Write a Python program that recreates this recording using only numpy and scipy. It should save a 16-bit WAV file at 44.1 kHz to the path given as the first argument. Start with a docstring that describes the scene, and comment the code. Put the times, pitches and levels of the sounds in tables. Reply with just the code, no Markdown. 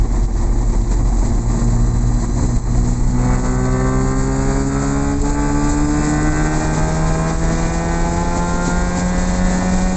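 """Rotary-engined sports car, cabin sound

The car eases through a bend, then pulls hard in one gear. Engine orders are sines at multiples of the
firing rate, climbing through exhaust and cabin resonances; the rasp opens with the throttle at 3.2 s
and lets go for an instant at 5.2 s. The drive shaft throbs, gears whine faintly as blurred tones;
tyres on coarse tarmac, gas roar, hiss and wind are coloured noise; loose trim ticks twice."""
import sys
import numpy as np
from scipy import signal
from scipy.fft import rfft, irfft
from scipy.io import wavfile
from scipy.ndimage import uniform_filter1d, minimum_filter1d

SR = 44100
rng = np.random.default_rng(int(sys.argv[2]) if len(sys.argv) > 2 else 0)


def log_audio(samples):
    """Write samples as a 16-bit WAV file to the path given in sys.argv[1]."""
    # one column per channel
    frames = np.atleast_2d(samples).T
    # limit to full scale, then quantise
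    limited = np.clip(frames, -1, 1)
    pcm = np.round(limited * 32767).astype(np.int16)
    wavfile.write(sys.argv[1], SR, pcm)


N = 439236
TIME = np.arange(N) / SR  # s
BINS_HZ = np.fft.rfftfreq(N, 1 / SR)

# Half lengths run from the centre of a bell to 1/e of its height.
# Engine speed: t/s, firing rate f/Hz
FIRING_RATE = [(0, 115.5), (.7, 114.8), (1.3, 116), (2.1, 118.6), (2.68, 120), (3.45, 125.4), (3.6, 127.1),
               (4, 130.2), (4.75, 137.3), (5.15, 141), (5.33, 144.4), (5.52, 144.3), (6.5, 153.9),
               (7.35, 162.4), (7.75, 166.8), (8.5, 174), (9.05, 179), (9.96, 185.7)]
# Engine load: t/s, level/dB
ENGINE_LOAD = [(0, -22), (1.2, -21), (1.6, -11.5), (3.1, -11.5), (3.2, -4), (3.36, 2.7), (3.52, -2.3),
               (3.8, 1.8), (4.2, -1.5), (4.55, 2), (5.1, 0.5), (5.35, 2.5), (5.9, 2), (6.45, 4), (6.7, 2.5),
               (8.6, 2), (9.7, 4), (9.96, -1.5)]
# Engine lets go of its pull for an instant: t/s, half length/s, load change/dB
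LOAD_LIFTS = [(3.42, .02, -4), (4.67, 0.048, -5), (5.205, 0.056, -10.5), (7.385, 0.023, -3)]
# Low orders that boom: multiple of firing rate, level/dB, slope/(dB per octave of revs),
# fading on a light throttle/(dB per dB)
BOOM_ORDERS = [(1, -0.65, 1, 1.03), (1.5, -6.5, -8.5, 1.5), (2, 1.5, -1, 1.52), (2.5, -15, 12.5, 0.56),
               (3, 0.46, -1.5, 0.5)]
# Cabin air response to the low orders: f/Hz, level/dB
CABIN_AIR_RESPONSE = [(114, -18.5), (130, -20), (141, -25.5), (159, -20.5), (171, -24), (182, -19.5),
                      (215, -20.5), (240, -24.5), (272, -25), (294, -20.5), (306, -23.5), (317, -34),
                      (338, -29), (364, -42), (384, -26.5), (432, -30.5), (456, -37), (490, -35),
                      (550, -31)]
# Exhaust orders; unequal firing of the two rotors gives the half orders, and the pulse changes shape
# with revs: multiple of firing rate, level at low revs/dB, level at high revs/dB
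RASP_ORDERS = [(3.5, -13.5, -9), (4, 5, 1), (4.5, -4, -5.5), (5, -3.5, -1), (5.5, -11.5, -3), (6, -2, 0),
               (6.5, -13, -16.5), (7, -5, -5), (7.5, -3.5, -10.5), (8, 0, 0.5), (8.5, -11, -6.5),
               (9, 1.5, -3.5), (9.5, -6.5, -8.5), (10, 1.5, -0.5), (10.5, -2.5, -5), (11, -3, 0),
               (11.5, -9, -10.5), (12, 0, -1), (12.5, -13, -4.5), (13, -9.5, 0), (13.5, -5, -6),
               (14, -2.5, -4.5), (14.5, -7, 2), (15, -9, 0.5), (15.5, -2, -2), (16, 0.5, -10.5),
               (16.5, -3, -4), (17, -4.5, 3), (17.5, -9, -0.5), (18, -11.5, -0.5)]
# Single orders that sing out: t/s, multiple of firing rate, half length/s, lift/dB
ORDER_HOWLS = [(3.3, 18, 0.2, 23), (3.817, 14, 0.18, 3.5), (3.87, 8.5, 0.17, 17), (4.41, 7, 0.44, 8.5),
               (4.42, 12.5, 0.3, 15), (4.807, 9.5, 0.15, 15), (5.445, 3.5, 0.35, 10),
               (6.206, 13, 0.34, 10.5), (6.306, 10, .2, 2.5), (6.86, 8.5, 0.19, 8),
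               (7.105, 6.5, 0.66, 13.5), (7.9, 13.5, .35, 10.5), (8.723, 8, 0.24, 12.5),
               (8.95, 9, .28, 4.5), (9.56, 9.5, .45, 15.5)]
# Rough burning as the throttle opens: t/s, half length/s, roughness (0-1)
ROUGH_BURNS = [(3.2, 0.035, 0.5), (3.35, 0.05, 0.23), (5.3, 0.065, 0.28), (6.7, 0.034, 0)]
# Exhaust and cabin resonances: f/Hz, width/Hz, level/dB
CABIN_RESONANCES = [(449, 73, -36.5), (517, 110, -42), (638, 39, -36), (684, 56.0, -37.5), (752, 52, -35),
                    (794, 56, -36), (860.8, 38.3, -29.5), (940, 120, -43.5), (1000, 57.0, -43.5),
                    (1047, 37, -35.5), (1161, 110, -39.5), (1160, 17, -43), (1281, 110, -44.5),
                    (1383, 50, -42.5), (1518, 110, -41.5), (1591, 98, -42), (1705.0, 120, -49.5),
                    (1804, 15, -42), (1846, 81, -42.5), (1980, 110, -45.5), (2106, 210, -50.9),
                    (2307, 54, -50), (2410, 72, -48), (2760, 140, -62), (2776.0, 881.0, -70.5)]
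# Resonances that buzz with the highest orders: f/Hz, width/Hz, level/dB
BUZZ_RESONANCES = [(2610, 58, -53.5), (3400, 290, -64.5), (3710, 110, -55.5), (4234, 90, -55.5),
                   (5100, 250, -61), (5700, 99, -60.5)]
# Exhaust gas roar spectrum: f/Hz, relative density/dB
ROAR_SPECTRUM = [(200, -28), (400, 6.5), (750, 1.5), (1100, 0), (1600, -5), (2000, -14), (2450, -12.5),
                 (2900, -26), (3700, -34.5), (4400, -21.5), (5500, -29), (8000, -31)]
# Floor pan resonances, shaken by the drive shaft: f/Hz, width/Hz, level/dB
FLOOR_PAN_RESONANCES = [(43.15, 9, -18.5), (55, 50, -26.5)]
# Gear whine: t/s, level/dB
WHINE_LEVEL = [(1.5, -60), (2.4, -51), (3.3, -58), (4.6, -48), (5.2, -57), (5.85, -47), (6.4, -58),
               (7.25, -56), (7.6, -65)]
# Tarmac coarseness: t/s, level/dB
TARMAC_COARSENESS = [(0, -0.5), (1.2, 0), (3.3, -1.5), (3.9, -1.5), (5, -2.5), (6.7, 2), (7.8, 2),
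                     (9.96, -.5)]
# Bumps and coarse patches: t/s, half length/s, change of rushing sounds/dB, change of body rumble/dB
ROAD_BUMPS = [(0.157, 0.023, 4, 2), (0.416, 0.053, 3.5, 0), (0.736, 0.024, 2, 6.5), (0.931, 0.025, 6.5, -4),
              (1.23, 0.058, 4.5, 4), (1.593, 0.096, 3.5, -4.5), (2.226, .03, 4.5, -9),
              (2.435, 0.043, 5.5, 9.5), (2.578, 0.022, 9, 12), (2.765, 0.048, 2.5, 5.5),
              (2.912, 0.062, 6, 2.5), (3.38, 0.11, 4, 3), (4.832, 0.05, 4, -18), (5.182, .05, -0.5, 4),
              (5.326, .04, 4.5, 5), (5.72, 0.027, 4, 7.5), (6.08, 0.034, 3.5, -10), (6.57, 0.069, 2.2, 3.5),
              (6.752, 0.034, 4.5, -11), (7.286, 0.055, 2.5, -2), (7.624, 0.3, 0.5, -1.5),
              (8.364, 0.033, 2, -1), (8.676, 0.049, 4, -1), (8.99, 0.036, 4.5, -2), (9.533, .04, 4.5, 0),
              (9.73, 0.072, 2.5, 1)]
# Body rumble spectrum: f/Hz, relative density/dB
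RUMBLE_SPECTRUM = [(5, -34.5), (16, 3.5), (28, 7.5), (38, 9.5), (48, 1), (65, -4), (90, -1), (115, -25.5),
                   (200, -61)]
# Tyre noise spectrum: f/Hz, relative density/dB
ROAD_SPECTRUM = [(50, -26), (100, 1), (150, -1.5), (250, 0), (330, -5.5), (450, -10), (560, -14),
                 (700, -9.5), (950, -12.5), (1150, -17), (1400, -26.5), (1950, -23.5), (2400, -33.5),
                 (2900, -56.5)]
# Air hiss: t/s, level/dB
HISS_LEVEL = [(0, -45.5), (1, -41.5), (1.6, -40), (3.05, -40.5), (3.5, -38.5), (4.7, -35.5), (5.12, -37),
              (5.17, -42), (5.28, -36), (5.8, -33.5), (7, -37), (8.3, -36.5), (9.96, -36)]
# Air hiss spectrum, also used by the ticks: f/Hz, relative density/dB
HISS_SPECTRUM = [(1500, -34), (3000, -38.5), (3500, -29), (4100, -12.5), (4800, -14), (5600, -18),
                 (6200, -10), (6900, -2.5), (7300, -2.5), (7600, 0.5), (7900, -6.5), (8200, -17.5),
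                 (8500, -29.5)]
# Windscreen wind spectrum: f/Hz, relative density/dB
WIND_SPECTRUM = [(800, 1), (1400, -11), (2000, 4), (2500, -3), (2900, -11), (3400, -5.5), (4100, -0.5),
                 (5000, -1.5), (5600, -1), (6200, 3.5), (7200, -2), (8300, -25)]
# Something loose in the cabin ticks: t/s, level/dB
TRIM_TICKS = [(5.217, -25), (7.44, -32)]
# Brief dips of all but the ticks: t/s, half length/s, level/dB
LEVEL_DIPS = [(.09, .025, -3), (.31, 0.055, -3), (2.275, 0.011, -4), (3.42, 0.013, -4.5), (7.37, 0.03, -4)]

CRUISE_HZ, LOW_REVS_HZ, HIGH_REVS_HZ = 115, 128, 182  # firing rates
SHAFT_TURNS_PER_FIRING, MESH_TURNS_PER_FIRING = 0.376, 17.1
RASP_FLUTTER = 0.12  # share of each order's amplitude
EDGE_HZ = 8450  # upper band limit


def boom(turns, firing_hz, octaves, load_db, slack_db, follow, flutter, coasting_flutter, half_order_db):
    """Low orders drone across cabin air resonances; on a light throttle they fade and burn less evenly."""
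    unsteady = flutter + coasting_flutter * (1 - np.minimum(gain_of(load_db), 1))
    fade_db = follow * load_db - 10 * np.log10(1 + gain_of(slack_db - load_db) ** 2)
    air_hz, air_level_db = np.transpose(CABIN_AIR_RESPONSE)
    drone = np.zeros(N)
    for k, db, db_per_octave, fading in BOOM_ORDERS:
        air_db = np.interp(k * firing_hz, air_hz, air_level_db)
        order_db = db + db_per_octave * octaves + air_db + fading * fade_db
        drone += gain_of(order_db) * tone(k * turns) * (1 + unsteady * wander(15.5))
    return drone + gain_of(half_order_db) * tone(turns / 2)


def rasp(turns, firing_hz, load_db, level_db, shudder):
    """Higher orders swell and fade through the resonances; rough burning smears them."""
    cabin = response(CABIN_RESONANCES)
    rough = humps(ROUGH_BURNS)
    revs = np.clip((firing_hz - LOW_REVS_HZ) / (HIGH_REVS_HZ - LOW_REVS_HZ), 0, 1)
    out = np.zeros(N)
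    for k, low_db, high_db in RASP_ORDERS:
        howl_db = humps([(s, half_s, db) for s, which, half_s, db in ORDER_HOWLS if which == k])
        order_db = low_db + revs * (high_db - low_db) + howl_db
        unsteady = 1 + RASP_FLUTTER * wander(5.7) + rough * (wander(45) - 1 / 2)
        out += gain_of(order_db) * np.interp(k * firing_hz, BINS_HZ, cabin) * tone(k * turns) * unsteady
    return gain_of(level_db + load_db) * out * (1 + shudder * wander(29))


def buzz(turns, firing_hz, load_db, level_db, flutter, speed_power):
    """Under load and at high revs the sharp edge of each exhaust pulse reaches into the treble."""
    panels = response(BUZZ_RESONANCES)
    out = np.zeros(N)
    for k in np.arange(17, 38, 0.5):
        panel_gain = np.interp(k * firing_hz, BINS_HZ, panels)
        out += panel_gain * tone(k * turns) * (1 + flutter * wander(9.7))
    return gain_of(level_db + load_db) * (firing_hz / firing_hz.max()) ** speed_power * out


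def roar(turns, load_db, level_db, follow, pulsing, uneven, snarl_db):
    """Each firing throws out a puff of turbulent gas, one rotor's stronger than the other's."""
    puffs = np.exp(pulsing * np.cos(2 * np.pi * turns) + uneven * np.cos(np.pi * turns))
    roar_db = level_db + follow * load_db + snarl_db * humps(ROUGH_BURNS)
    return gain_of(roar_db) * evened(puffs) * noise(ROAR_SPECTRUM)


def drivetrain(turns, firing_hz, load_db, throb_db, damping, overtone_db, upper_db):
    """The shaft shakes the floor pan once a turn, most when slack; meshing teeth add two blurred whines."""
    shaft = SHAFT_TURNS_PER_FIRING * turns
    pan_gain = np.interp(SHAFT_TURNS_PER_FIRING * firing_hz, BINS_HZ, response(FLOOR_PAN_RESONANCES))
    shake = gain_of(throb_db - damping * load_db) * pan_gain * (1 + 0.1 * wander(8))
    throb = shake * (tone(shaft) + gain_of(overtone_db) * tone(2 * shaft))
    mesh = MESH_TURNS_PER_FIRING * turns
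    lower = whistle(2 * mesh, blur_hz=65)
    upper = whistle(3 * mesh, blur_hz=80)
    return throb + gain_of(curve(WHINE_LEVEL)) * (lower + gain_of(upper_db) * upper)


def tyres(tarmac_db, surge_db, rumble_db, rumble_share, road_db, grain_db, share):
    """Bumps shake the body; stone chips in the tarmac make the tyre noise grainy."""
    thump_db = humps([(s, half_s, db) for s, half_s, _, db in ROAD_BUMPS])
    rumble = gain_of(rumble_db + rumble_share * tarmac_db + thump_db) * noise(RUMBLE_SPECTRUM)
    grainy_db = road_db + tarmac_db + share * surge_db + grain_db * wander(50)
    return rumble + gain_of(grainy_db) * noise(ROAD_SPECTRUM)


def hiss(turns, surge_db, level_db, flicker_db, pulsing):
    """Rushing air, flickering and lightly shaken by the engine."""
    shake = 1 + pulsing * np.cos(2 * np.pi * turns)
    hiss_db = level_db + curve(HISS_LEVEL) + surge_db + flicker_db * wander(72)
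    return gain_of(hiss_db) * shake * noise(HISS_SPECTRUM)


def wind(octaves, tarmac_db, surge_db, level_db, db_per_octave, gust_db, tarmac_share, share):
    """Air round the windscreen grows with road speed, and swells with the other rushing sounds."""
    swell_db = tarmac_share * tarmac_db + share * surge_db + gust_db * wander(36)
    return gain_of(level_db + db_per_octave * octaves + swell_db) * noise(WIND_SPECTRUM)


def ticks(decay_s):
    """Short, bright scrapes of loose trim: sudden onset, exponential decay."""
    envelope = np.zeros(N)
    for s, db in TRIM_TICKS:
        envelope += gain_of(db) * (TIME > s) * np.exp(-abs(TIME - s) / decay_s)
    return envelope * noise(HISS_SPECTRUM)


def surges(uneven_db, rate_hz):
    """Shared level of the rushing sounds (dB): shifts at bumps, lesser unevenness between."""
    bump_db = humps([(s, half_s, db) for s, half_s, db, _ in ROAD_BUMPS])
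    return bump_db + uneven_db * wander(rate_hz)


def tone(turns):
    """A sine of rms 1 with a random start phase."""
    return np.sqrt(2) * np.sin(2 * np.pi * (turns + rng.random()))


def whistle(turns, blur_hz):
    """A tone of rms about 1, smeared into a narrow band by random quadrature amplitudes."""
    in_phase = wander(blur_hz) * np.cos(2 * np.pi * turns)
    return in_phase + wander(blur_hz) * np.sin(2 * np.pi * turns)


def noise(spectrum):
    """Noise of rms 1 with the given spectrum, interpolated over log frequency."""
    hz, db = np.transpose(spectrum)
    shape = gain_of(np.interp(np.log(BINS_HZ + 1), np.log(hz), db))
    return evened(irfft(rfft(rng.standard_normal(N)) * shape, N))


def wander(rate_hz):
    """Smooth random signal of rms about 1, its spectrum halved at rate_hz and steep above."""
    steps = rng.standard_normal(4096)
    hz = np.fft.rfftfreq(len(steps), TIME[-1] / len(steps))
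    slow = evened(irfft(rfft(steps) / (1 + (hz / rate_hz) ** 4)))
    return np.interp(TIME, np.linspace(0, TIME[-1], len(slow)), slow)


def response(resonances):
    """Gain at every frequency bin of resonances summed in power."""
    power = np.zeros(len(BINS_HZ))
    for hz, width_hz, db in resonances:
        power += gain_of(db) ** 2 / (1 + (2 * (BINS_HZ - hz) / width_hz) ** 2) ** 2
    return np.sqrt(power)


def curve(rows):
    """A control table interpolated at every sample."""
    s, level = np.transpose(rows)
    return np.interp(TIME, s, level)


def humps(rows):
    """Sum of bells from rows of (t/s, half length/s, height)."""
    s = np.linspace(0, TIME[-1], 4096)
    total = np.zeros(len(s))
    for at_s, half_s, height in rows:
        total += height * np.exp(-((s - at_s) / half_s) ** 2)
    return np.interp(TIME, s, total)


def gain_of(db):
    """Decibels to amplitude."""
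    return 10 ** (np.asarray(db) / 20)


def evened(x):
    """Scales to rms 1."""
    return x / np.sqrt(np.mean(x ** 2) + 1e-20)


def scene():
    """One engine speed turns everything; in one gear, road speed follows it (octaves above cruising)."""
    firing_hz = curve(FIRING_RATE) * (1 + 0.000706 * wander(17.8))
    turns = np.cumsum(firing_hz) / SR  # one turn per firing
    octaves = np.log2(firing_hz / CRUISE_HZ)
    load_db = curve(ENGINE_LOAD) + humps(LOAD_LIFTS)
    tarmac_db = curve(TARMAC_COARSENESS)
    surge_db = surges(uneven_db=1.0, rate_hz=15)
    engine = boom(turns, firing_hz, octaves, load_db, slack_db=-18.5, follow=0.16,
                  flutter=0.13, coasting_flutter=0.26, half_order_db=-42.5)
    engine += rasp(turns, firing_hz, load_db, level_db=1.5, shudder=0.14)
    engine += buzz(turns, firing_hz, load_db, level_db=2.5, flutter=0.34, speed_power=2.4)
    engine += roar(turns, load_db, level_db=-36.5, follow=0.93, pulsing=0.52, uneven=0.081, snarl_db=18)
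    drive = drivetrain(turns, firing_hz, load_db, throb_db=-0.5, damping=0.13,
                       overtone_db=-23.5, upper_db=2.5)
    rush = tyres(tarmac_db, surge_db, rumble_db=-20.0, rumble_share=0.5,
                 road_db=-28.5, grain_db=2.0, share=0.94)
    rush += hiss(turns, surge_db, level_db=-0.2, flicker_db=1.0, pulsing=0.078)
    rush += wind(octaves, tarmac_db, surge_db, level_db=-47.5, db_per_octave=12.5,
                 gust_db=2, tarmac_share=1.1, share=1.0)
    dipped = gain_of(humps(LEVEL_DIPS)) * (engine + drive + rush)
    return (dipped + ticks(decay_s=0.005))[None]


def limiter(x, ceiling_db, recovery_db_per_s):
    """Turns the gain down at each peak above the ceiling and lets it creep back."""
    over_db = np.maximum(20 * np.log10(abs(x).max(0) + 1e-9) - ceiling_db, 0)
    fall_db = TIME * recovery_db_per_s
    held_db = np.maximum.accumulate(over_db + fall_db) - fall_db
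    widened_db = -minimum_filter1d(-held_db, size=89)  # starts turning down ahead of the peak
    return x / gain_of(uniform_filter1d(widened_db, size=89))


def record(dry):
    """Peak limiter, then a linear-phase low-pass as band limit."""
    held = limiter(dry, ceiling_db=-6, recovery_db_per_s=55.0)
    low_pass = signal.firwin(511, EDGE_HZ, window=("kaiser", 9), fs=SR)
    return signal.oaconvolve(held, low_pass[None], "same")


dry = scene()
out = record(dry)
log_audio(out)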